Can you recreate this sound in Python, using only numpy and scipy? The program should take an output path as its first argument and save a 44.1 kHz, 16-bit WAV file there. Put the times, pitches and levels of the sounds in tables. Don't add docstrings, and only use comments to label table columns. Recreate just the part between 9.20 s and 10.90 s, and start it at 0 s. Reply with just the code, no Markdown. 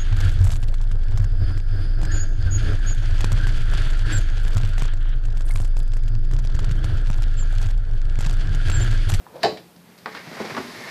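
import sys
import numpy as np
from scipy import signal
from scipy.fft import rfft, irfft
from scipy.io import wavfile
from scipy.ndimage import uniform_filter1d

SR = 44100
rng = np.random.default_rng(int(sys.argv[2]) if len(sys.argv) > 2 else 0)


def to_wav(sig):
    pcm = np.clip(np.atleast_2d(sig), -1, 1) * 32767
    pcm = np.round(pcm).astype(np.int16)
    wavfile.write(sys.argv[1], SR, pcm.T)


N = 74970
RING_SAMPLES = 24576

# start_s, level_db, crack_db
LATCH_SNAPS = [(0.2319, 1, -25.5), (0.2341, 1.5, -28.5), (0.2374, -3.5, -37), (0.2459, -0.5, -38),
               (0.2485, -8.5, -50), (0.2575, -10, -55)]
# start_s, level_db
LATCH_RATTLES = [(0.3697, -10.5), (0.377, -29), (0.387, -33)]
# pitch_hz, level_db, t60_s
LATCH_MODES = [(1533, 1.5, 0.12), (1667, 1, 0.13), (1778, 1.5, 0.15), (1896, -0.5, 0.16), (2876, -6, 0.16),
               (3690, -9, .2), (3710, 11, 0.03), (3990, -1, 0.24), (4334, -4, 0.21), (4390, 0, 0.22),
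               (4500, -3, 0.17), (4606, 7.5, .04), (4850, 2, 0.19), (5280, -11, 0.19), (8760, -18, 0.054)]
# frequency_hz, level_db
LATCH_COLOUR = [(120, -20), (400, 0), (900, 1), (1750, -0.5), (2600, -3.5), (3800, 0), (4900, 0.5),
                (6200, -13.5), (9000, -24), (14000, -58)]
# frequency_hz, level_db
CRACK_COLOUR = [(2000, 8), (5000, 4), (7800, -12), (9000, 2), (10500, -11), (14500, -10)]
LATCH_DB, LATCH_T60_S, LATCH_RING_DB = -21, 0.039, -36.5
CRACK_T60_S, RATTLE_RISE_S = 0.033, 0.0026

# start_s, level_db
SASH_KNOCKS = [(0.23507, -1.5), (0.23823, 4.5), (0.24959, -5.5), (0.2596, -4), (0.28237, -15.5),
               (0.3215, -26)]
# pitch_hz, level_db, t60_s
SASH_MODES = [(193, -27, 0.5), (236.6, -36, 0.54), (324.5, -28, 0.58), (339, -22.5, 0.17), (366, -14, 0.23),
              (387, -21, 0.16), (431, -3.5, 0.23), (461, -2.5, 0.09), (537, -21, 0.27), (615.3, -15, 0.24),
              (679, 1, 0.093), (715.5, -7.5, 0.16), (729, -3, 0.27), (808, 1.5, 0.083), (884, -9.5, 0.095),
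              (1113, -6.5, 0.063)]
# frequency_hz, level_db
THUD_COLOUR = [(60, -3.5), (120, -9), (200, -8.5), (420, -0.5), (750, -3.5), (1100, -18.5), (2000, -22),
               (6000, -50)]
SASH_RING_DB, THUD_DB, THUD_T60_S = -17.5, -30, 0.37

# start_s, level_db, tilt_db_per_octave
CATCH_CLICKS = [(0.8582, 0, 0), (0.9487, -6, 2), (0.9524, -19, 0), (0.9636, -14, 6), (0.9695, -14, 4),
                (0.9746, -13, 6), (1.3491, -6.5, -2), (1.3777, -3, -0.5)]
# pitch_hz, level_db, t60_s
CATCH_MODES = [(436, -11, 0.18), (1117, 1.5, 0.059), (1420, -5, 0.034), (1590, -6, 0.059),
               (1925, -1, 0.037), (2260, -14, 0.17)]
# frequency_hz, level_db
CLICK_COLOUR = [(50, -43), (150, -26), (400, -15), (750, 2.5), (1200, 1.5), (2100, -4.5), (2900, -5.5),
                (4900, -12.5), (7000, -36), (14000, -44)]
CLICK_DB, CLICK_T60_S, CLICK_RISE_S, CATCH_RING_DB = -23.5, 0.036, 0.00079, -26

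# start_s, clatter_db, tilt_db_per_octave, boom_db, boom_hz
SASH_BUMPS = [(0.322, -9, -15, -1, 185), (0.857, -12.5, -14.5, -8.5, 172), (0.866, -3, 1.5, -8.5, 230),
              (1.069, -14, -6, -2.5, 154), (1.112, -7.5, -2.5, -2, 233), (1.168, -5, 6, -17, 256),
              (1.198, -5.5, -1.5, -17, 212), (1.2009, 1, -3, 8.5, 219.4), (1.207, 0, -6.5, -5.5, 219),
              (1.243, -4, -6, -4, 199), (1.254, -11, -4, -3.5, 231), (1.308, -5.5, 8, 0, 390),
              (1.314, -8, -2, -2, 132), (1.3658, 5, 7.5, -3.5, 277), (1.3745, 2.5, 1.5, 7, 265.5),
              (1.386, -6, -9.5, -12, 250), (1.396, -6, -10, -4, 254)]
# frequency_hz, level_db
CLATTER_COLOUR = [(70, -54), (130, -15.5), (230, -7.5), (420, 2), (560, 5), (850, 5.5), (1500, -6),
                  (2600, -28), (5000, -36), (12000, -81)]
CLATTER_DB, CLATTER_T60_S, CLATTER_RISE_S = -27, 0.08, 0.001
BOOM_DB, BOOM_T60_S, BOOM_RISE_S = -28.5, 0.094, 0.0038

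# time_s, level_db
SLIDE_LEVELS = [(0.6, -62), (0.72, -56.5), (0.85, -58), (0.885, -45.5), (0.94, -44.5), (0.97, -39),
                (1.02, -46), (1.12, -41), (1.19, -37.5), (1.25, -36.5), (1.29, -36.5), (1.40, -38),
                (1.47, -43.5), (1.58, -41.5), (1.7, -39.5)]
# frequency_hz, level_db
SLIDE_COLOUR = [(50, -38), (130, -8), (260, 2), (420, 1), (650, 0), (1300, -3.5), (2100, -0.5),
                (2800, -9.5), (4700, -9.5), (7000, -19.5), (10000, -28.5), (15000, -33)]
# time_s, level_db
DRONE_LEVELS = [(1.1, -55), (1.22, -35.5), (1.3, -47), (1.345, -43), (1.39, -32), (1.44, -43), (1.52, -46),
                (1.7, -50)]
# pitch_hz, level_db, t60_s
DRONE_MODES = [(239, 4, 0.13), (378.6, 0.5, 0.17), (427, 1, 0.12), (615, -6, 0.12), (730, -5, 0.042),
               (1062, 1, 0.051)]
# time_s, level_db
RUNNER_LEVELS = [(0.87, -50), (0.94, -46), (0.975, -38.5), (1.04, -55), (1.26, -41), (1.48, -54),
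                 (1.54, -47.5), (1.7, -40)]
# pitch_hz, level_db, t60_s
RUNNER_MODES = [(1825, 7, 0.023), (2064, -2.5, 0.051), (2215, 4, 0.026)]
GRITS_PER_S, GRIT_SPREAD_DB, GRIT_SHARE, JUDDER_DB, JUDDER_HZ = 2500, -1, 0.67, 1.25, 44.9

# time_s, level_db
TURN_LEVELS = [(0, -58), (0.138, -50.5), (0.146, -44.5), (0.16, -40), (0.195, -45), (0.23, -45.5),
               (0.25, -77)]
# frequency_hz, level_db
TURN_COLOUR = [(100, -5), (300, -5.5), (520, 0.5), (950, -11), (1400, -12.5), (2700, -23.5), (4600, -22.5),
               (8000, -37), (14000, -40)]
# time_s, level_db
SCRAPE_LEVELS = [(0.134, -63), (0.142, -41), (0.16, -42.5), (0.183, -48), (0.197, -45), (0.23, -60)]
# pitch_hz, level_db, t60_s
SCRAPE_MODES = [(330, -7, 0.057), (516, 0.5, 0.082), (650, -1, 0.034), (810, -1, .04), (973, -1.5, 0.046)]
# time_s, level_db
SKID_LEVELS = [(0.2, -60), (0.215, -52), (0.228, -42.5), (0.2315, -31), (0.234, -55)]

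# pitch_hz, level_db, t60_s
TAP_MODES = [(760, -2, 0.025), (960, 2, 0.028), (1270, 1.5, 0.01), (1780, -4.5, 0.011)]
TAP_START_S, TAP_DB = 0.0655, -36
# start_s, level_db
HARDWARE_TICKS = [(0.561, -47.5), (0.777, -45), (0.785, -42.5)]
# frequency_hz, level_db
TICK_COLOUR = [(300, -4), (1500, 1), (3000, 0), (4700, 6), (7000, -7), (14000, -13)]
TICK_T60_S, TICK_RISE_S = 0.038, 0.0016

# frequency_hz, level_db
OUTSIDE_COLOUR = [(25, -11), (45, -1), (70, -3), (125, -3), (200, 1), (300, -5.5), (500, -9), (800, -10.5),
                  (1200, -15), (2100, -17.5), (4500, -21.5), (7000, -25), (14500, -23)]
# frequency_hz, level_db
GAP_COLOUR = [(60, 2.5), (140, 5), (400, -8.5), (1000, -1.5), (2000, -2.5), (3000, -5.5), (4800, -3.5),
              (7500, -15), (13000, -17.5), (15000, -38)]
OUTSIDE_DB, GAP_DB, GAP_START_S, GAP_OPEN_S = -51.5, -43, 0.73, 1.44
HUM_HZ, HUM_DB, HUM_WAVER_DB = 175.5, -56, 1.7
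ROOM_T60_S, ROOM_TREBLE_T60_S, ROOM_SPLIT_HZ, ROOM_DELAY_S = 0.53, 0.32, 710, 0.006
LOW_CUT_HZ, HIGH_CUT_HZ = 93.6, 14750


def latch():
    metal = amp(LATCH_RING_DB) * ring(LATCH_MODES)
    direct, clacks = 0, 0
    for start, db, crack_db in LATCH_SNAPS:
        crack = amp(crack_db) * burst(CRACK_COLOUR, CRACK_T60_S)
        direct += at(start, amp(db) * metal + crack)
        clacks += amp(db + LATCH_DB) * at(start, burst(LATCH_COLOUR, LATCH_T60_S))
    for start, db in LATCH_RATTLES:
        rattle = rise(RATTLE_RISE_S) * burst(LATCH_COLOUR, LATCH_T60_S)
        clacks += amp(db + LATCH_DB) * at(start, rattle)
    return direct + room(clacks, wet_db=-3.5)


def sash_knocks():
    body = amp(SASH_RING_DB) * ring(SASH_MODES)
    knocks = 0
    for start, db in SASH_KNOCKS:
        thud = amp(THUD_DB) * burst(THUD_COLOUR, THUD_T60_S)
        knocks += amp(db) * at(start, body + thud)
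    return room(knocks, wet_db=-24)


def catch():
    metal = amp(CATCH_RING_DB) * ring(CATCH_MODES)
    clicks = 0
    for start, db, tilt in CATCH_CLICKS:
        click = amp(CLICK_DB) * burst(CLICK_COLOUR, CLICK_T60_S, tilt)
        clicks += amp(db) * at(start, rise(CLICK_RISE_S) * (metal + click))
    return room(clicks, wet_db=-7)


def sash_bumps():
    bumps = 0
    for start, clatter_db, tilt, boom_db, boom_hz in SASH_BUMPS:
        clatter = amp(CLATTER_DB + clatter_db) * burst(CLATTER_COLOUR, CLATTER_T60_S, tilt)
        boom = ring([(boom_hz, BOOM_DB + boom_db, BOOM_T60_S)])
        bumps += at(start, rise(CLATTER_RISE_S) * clatter + rise(BOOM_RISE_S) * boom)
    return room(bumps, wet_db=-8)


def sash_slide():
    rub = curve(SLIDE_LEVELS) * colour(friction(), SLIDE_COLOUR)
    return rub + rubbed(DRONE_LEVELS, DRONE_MODES) + rubbed(RUNNER_LEVELS, RUNNER_MODES)


def handle_turn():
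    rub = curve(TURN_LEVELS) * colour(friction(), TURN_COLOUR)
    scrape = rubbed(SCRAPE_LEVELS, SCRAPE_MODES)
    skid = curve(SKID_LEVELS) * colour(friction(), LATCH_COLOUR)
    return rub + scrape + skid


def hardware_ticks():
    tap = amp(TAP_DB) * at(TAP_START_S, ring(TAP_MODES))
    ticks = 0
    for start, db in HARDWARE_TICKS:
        ticks += amp(db) * at(start, rise(TICK_RISE_S) * burst(TICK_COLOUR, TICK_T60_S))
    return room(tap, wet_db=-4.5) + room(ticks, wet_db=-7)


def outdoors():
    wash = amp(OUTSIDE_DB + 0.58 * wander(hz=13.0)) * noise(OUTSIDE_COLOUR)
    opening = np.clip((clock() - GAP_START_S) / (GAP_OPEN_S - GAP_START_S), 0, 1)
    return wash + opening * amp(GAP_DB) * noise(GAP_COLOUR)


def hum():
    phase = 2 * np.pi * HUM_HZ * clock() + 0.21 * wander(hz=7.9)
    return np.sqrt(2) * np.sin(phase) * amp(HUM_DB + HUM_WAVER_DB * wander(hz=6.0))


def room(x, wet_db):
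    scatter = rng.standard_normal(RING_SAMPLES)
    low = signal.sosfilt(signal.butter(2, ROOM_SPLIT_HZ, fs=SR, output="sos"), scatter)
    tail = at(ROOM_DELAY_S, low * fade(ROOM_T60_S) + (scatter - low) * fade(ROOM_TREBLE_T60_S))
    return x + amp(wet_db) * through(x, unit(tail) / np.sqrt(N))


def friction():
    slips = (rng.random(N) < GRITS_PER_S / SR) * rng.choice([-1, 1], N)
    strength = amp(GRIT_SPREAD_DB * np.minimum(rng.exponential(size=N), 4))
    rub = GRIT_SHARE * unit(slips * strength) + (1 - GRIT_SHARE) * rng.standard_normal(N)
    return rub * amp(JUDDER_DB * wander(JUDDER_HZ))


def rubbed(levels, modes):
    return curve(levels) * unit(through(friction(), ring(modes)))


def ring(modes):
    t = clock(RING_SAMPLES)
    return sum((-1) ** k * amp(db) * fade(t60) * np.sin(2 * np.pi * hz * t)
               for k, (hz, db, t60) in enumerate(modes))


def burst(points, t60, tilt_db=0):
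    envelope = fade(t60)
    x = noise(points, tilt_db, size=RING_SAMPLES) * envelope
    return x * np.sqrt(np.sum(envelope ** 2) / np.sum(x ** 2))


def noise(points, tilt_db=0, size=N):
    return colour(rng.standard_normal(size), points, tilt_db)


def colour(x, points, tilt_db=0):
    hz, db = np.array(points).T
    octave = np.log2(np.clip(np.fft.rfftfreq(len(x), 1 / SR), hz[0], hz[-1]))
    gain = amp(np.interp(octave, np.log2(hz), db) + tilt_db * octave)
    return unit(irfft(rfft(x) * gain, len(x)))


def curve(points):
    return amp(np.interp(clock(), *np.array(points).T, left=-np.inf, right=-np.inf))


def wander(hz):
    hold = int(SR / hz)
    steps = np.repeat(rng.standard_normal(N // hold + 1), hold)
    return unit(uniform_filter1d(steps, hold)[:N])


def rise(seconds):
    return 1 - np.exp(-(clock(RING_SAMPLES) / seconds) ** 2)


def fade(t60):
    return np.exp(-np.log(1000) * clock(RING_SAMPLES) / t60)


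def at(start, x):
    return np.pad(x, (int(max(start, 0) * SR), N))[:N]


def through(x, response):
    return signal.fftconvolve(x, response)[:N]


def amp(db):
    return 10 ** (np.asarray(db) / 20)


def clock(size=N):
    return np.arange(size) / SR


def unit(x):
    return x / np.sqrt(np.mean(x ** 2))


def scene():
    blows = latch() + sash_knocks() + hardware_ticks() + catch() + sash_bumps()
    return (blows + handle_turn() + sash_slide() + hum() + outdoors())[None]


def record(dry):
    thinned = signal.sosfilt(signal.butter(3, LOW_CUT_HZ, "high", fs=SR, output="sos"), dry)
    return signal.sosfilt(signal.ellip(10, .2, 80, HIGH_CUT_HZ, fs=SR, output="sos"), thinned)


dry = scene()
out = record(dry)
to_wav(out)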